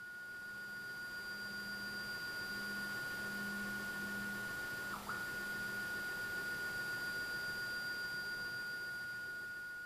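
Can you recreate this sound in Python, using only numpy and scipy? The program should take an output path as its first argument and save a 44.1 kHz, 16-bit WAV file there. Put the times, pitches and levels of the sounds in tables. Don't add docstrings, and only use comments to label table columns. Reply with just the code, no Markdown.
import sys
import numpy as np
from scipy import signal
from scipy.fft import rfft, irfft, next_fast_len
from scipy.io import wavfile
from scipy.ndimage import uniform_filter1d

SR = 44100
rng = np.random.default_rng(int(sys.argv[2]) if len(sys.argv) > 2 else 0)


def wav_record(signal):
    frames = np.transpose(np.atleast_2d(signal))
    bounded = np.clip(frames, -1, 1)
    quanta = np.round(bounded * 32767).astype(np.int16)
    wavfile.write(sys.argv[1], SR, quanta)


N = 434385
T = np.arange(N) / SR
STEP_HZ, STEPS_PER_TURN = 1445.05, 200
REVERSAL_S, BRAKE_S = 5.018, .0875

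# (frequency [Hz], width [Hz], relative level [dB])
STAGE_MODES = [(915, 140, -3.5), (1270, 88, 6.5), (1396, 72, 5)]
# (start [s], end [s], depth [dB], loudest shaft angle [turns])
TIGHT_STRETCHES = [(.2, 3.03, 1.46, 0.42), (3.3, 4.7, 1.1, .02), (4.9, 9.1, 1.3, .42)]
# (order [cycles/turn, rounded in use], level out [dB], level back [dB])
TOOTH_LINES = [(48, -70, -68), (49, -80, -76.5), (50, -67.5, -67.5), (137.8, -80, -81), (149.8, -67, -69.5),
               (151, -83, -76.5), (152.44, -65, -69.5), (160.3, -82, -79), (166.2, -82, -79),
               (177, -73, -74.5), (243.7, -78, -77), (246.9, -78.5, -75), (248.2, -63, -63),
               (249, -74.5, -74), (249.9, -68, -67)]
# (offset from its tone [cycles/turn, rounded in use], level [dB])
COIL_SIDE_TONES = [(-100, -86), (-48, -81), (0.5, -86), (2, -77.5), (47.5, -82), (48.5, -83), (50.5, -78.5),
                   (100, -79.5)]
# (start [s], end [s], depth [dB], quietest shaft angle [turns])
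COIL_STUTTERS = [(4.1, 4.7, 19, .02), (8.2, 10.3, 3.5, .78)]
# (start [s], end [s], peak level [dB])
DRONE_SWELLS = [(.3, .98, -56), (1.06, 2.318, -52.6), (2.34, 3.07, -52.5), (3.1, 4, -48.5),
                (3.83, 4.54, -49.7), (4.72, 5.35, -55.2), (5.15, 6.18, -56.5)]
# (frequency [Hz], resonance width [Hz], level out [dB], level back [dB])
BEARING_BANDS = [(313, 38, -69.5, -73), (399, 16.4, -65, -65.5), (495.7, 12, -72.5, -68.5),
                 (1434, 120, -63.5, -63), (3013, 150, -73, -78)]
# (frequency [Hz], relative density [dB])
AIR_SPECTRUM = [(20, -4), (35, 1.5), (65, -3.5), (125, 3.5), (260, -1), (600, -2.5), (1300, -5),
                (2200, -8.5), (4200, -11), (8200, -17), (10000, -13.5), (12700, -18), (13500, -11.5),
                (15000, -19)]
# (frequency [Hz], level [dB])
HUM_LINES = [(120, -67.5), (175.8, -71.5), (240, -72.5), (746, -76), (7560, -71.5), (7590, -86),
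             (7870, -79), (9470, -77), (11779, -76), (15100, -82)]


def undb(db):
    return 10 ** (np.asarray(db) / 20)


def unit(x):
    return x / np.sqrt(np.mean(x ** 2))


def tone(cycles):
    return np.sqrt(2) * np.cos(2 * np.pi * cycles)


def wander(rate_hz):
    size = int(SR / rate_hz)
    held = np.repeat(rng.standard_normal(N // size + 1), size)
    return unit(uniform_filter1d(uniform_filter1d(held, size), size)[:N])


def resonance(hz, centre_hz, width_hz):
    return np.abs(hz * width_hz / (centre_hz ** 2 - hz ** 2 + 1j * hz * width_hz))


def noise(colour):
    size = next_fast_len(N, True)
    hz = np.arange(size // 2 + 1) * SR / size
    return unit(irfft(rfft(rng.standard_normal(size)) * colour(hz), size)[:N])


def arch(start, end):
    return np.sin(np.pi * np.clip((T - start) / (end - start), 0, 1)).clip(0)


def by_stroke(out_db, back_db):
    return np.where(T < REVERSAL_S, undb(out_db), undb(back_db))


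def throb(turns, depth_db, ripple_db, loud_angle):
    bumps = sum(tone(k * turns + rng.random() + 0.099 * wander(.7)) / np.sqrt(k) for k in range(2, 8))
    return depth_db * np.cos(2 * np.pi * (turns - loud_angle)) + ripple_db * unit(bumps)


def screw_binding():
    load = sum(db * arch(start, end) * np.exp(2j * np.pi * angle)
               for start, end, db, angle in TIGHT_STRETCHES)
    starts, ends, _, angles = np.transpose(TIGHT_STRETCHES)
    return np.abs(load), np.interp(T, (starts + ends) / 2, angles)


def stage_response(hz):
    return np.sqrt(sum((undb(db) * resonance(hz, centre, width)) ** 2
                       for centre, width, db in STAGE_MODES))


def whine_gain(place, reseat_s=0.51):
    far_end_db = np.interp(T, [REVERSAL_S, REVERSAL_S + reseat_s], [-44.7, -43.4])
    knee = np.where(T < REVERSAL_S, 0.36, .55)
    homeward_db = 2.5 * (1 - place) + 3.9 * np.clip(1 - place / knee, 0, 1)
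    return undb(far_end_db + homeward_db)


def step_whine(speed, turns, place):
    depth_db, angle = screw_binding()
    load_db = throb(turns, depth_db, ripple_db=0.51, loud_angle=angle) + 0.1 * wander(25)
    swing = rotor_shudder(speed)
    lag = 0.039 * tone(turns - angle - .27) + 0.011 * wander(30) + 0.18 * swing
    colour = stage_response(speed * STEP_HZ) / stage_response(STEP_HZ)
    gain = whine_gain(place) * undb(load_db) * colour * (1 + swing)
    return gain * tone(STEPS_PER_TURN * turns + lag)


def rotor_teeth(speed, turns, crest_angle=.575):
    lines = sum(by_stroke(out_db, back_db) * tone(round(order) * (turns - crest_angle))
                for order, out_db, back_db in TOOTH_LINES)
    return speed ** 4 * lines


def coil_drive(speed, turns, place, pitch_hz=4735, swell_place=0.37, swell_spread=0.22):
    carrier = pitch_hz * T + .015 * wander(20)
    swell = np.exp(-((place - swell_place) / swell_spread) ** 2)
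    gain = by_stroke(out_db=-63, back_db=-61) + undb(-53.5) * swell
    wobble_db = throb(turns, depth_db=0.86, ripple_db=0.2, loud_angle=0.38) + 0.35 * wander(7)
    dip_db = sum(db * arch(start, end) * np.exp(5 * (np.cos(2 * np.pi * (turns - angle)) - 1))
                 for start, end, db, angle in COIL_STUTTERS)
    main = gain * undb(wobble_db - dip_db) * tone(carrier)
    sides = sum(undb(db) * tone(carrier + round(order) * (turns - .5) + 0.16 * wander(5))
                for order, db in COIL_SIDE_TONES)
    return speed * (main + sides)


def low_drone(pitch_hz=201.6, bed_db=-66):
    swells = np.max([undb(db) * arch(start, end) ** 1.1 for start, end, db in DRONE_SWELLS], axis=0)
    return np.maximum(swells, undb(bed_db)) * tone(pitch_hz * T + 0.036 * wander(6.2))


def bearings(speed):
    return speed * sum(by_stroke(out_db, back_db) * noise(lambda hz: resonance(hz, centre, width) ** 2)
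                       for centre, width, out_db, back_db in BEARING_BANDS)


def room_tone(air_db=-51.5):
    points_hz, points_db = np.transpose(AIR_SPECTRUM)
    air = noise(lambda hz: undb(np.interp(np.log(hz + 1), np.log(points_hz), points_db)))
    hum = sum(undb(db + 0.86 * wander(2.6)) * tone(hz * T + rng.random()) for hz, db in HUM_LINES)
    return undb(air_db) * air + hum


def rotor_shudder(speed, swing_hz=150, depth=0.46):
    jolted = uniform_filter1d(1. * (speed < .95), size=661)
    return depth * jolted * np.cos(2 * np.pi * (swing_hz * T + 0.35 * wander(70)))


def room_tail(direct, t60_s=0.53, wet_db=-3, gap_s=0.0093):
    t = T[:SR // 2]
    response = rng.standard_normal(len(t)) * np.exp(-np.log(1000) * t / t60_s) * (t > gap_s)
    return undb(wet_db) * signal.fftconvolve(direct, response / np.linalg.norm(response))[:N]


def fade(start_s=-0.98, end_s=11.02, ramp_s=3.93):
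    return np.clip(np.minimum(T - start_s, end_s - T) / ramp_s, 0, 1)


def scene():
    from_reversal_s = np.abs(T - REVERSAL_S)
    speed = np.minimum(from_reversal_s / BRAKE_S, 1)
    turns = np.cumsum(speed) * STEP_HZ / STEPS_PER_TURN / SR
    place = 1 - from_reversal_s / REVERSAL_S
    whine = step_whine(speed, turns, place)
    sweeping = uniform_filter1d(1. * (speed < 1), size=441)
    reflections = room_tail(whine * sweeping)
    motor = whine + rotor_teeth(speed, turns) + coil_drive(speed, turns, place)
    rumble = low_drone() + bearings(speed)
    microphone = fade() * (motor + reflections + rumble + room_tone())
    return np.array([microphone, microphone])


def record(dry, top_hz=15150):
    return signal.sosfilt(signal.ellip(12, .1, 80, top_hz, fs=SR, output="sos"), dry)


dry = scene()
out = record(dry)
wav_record(out)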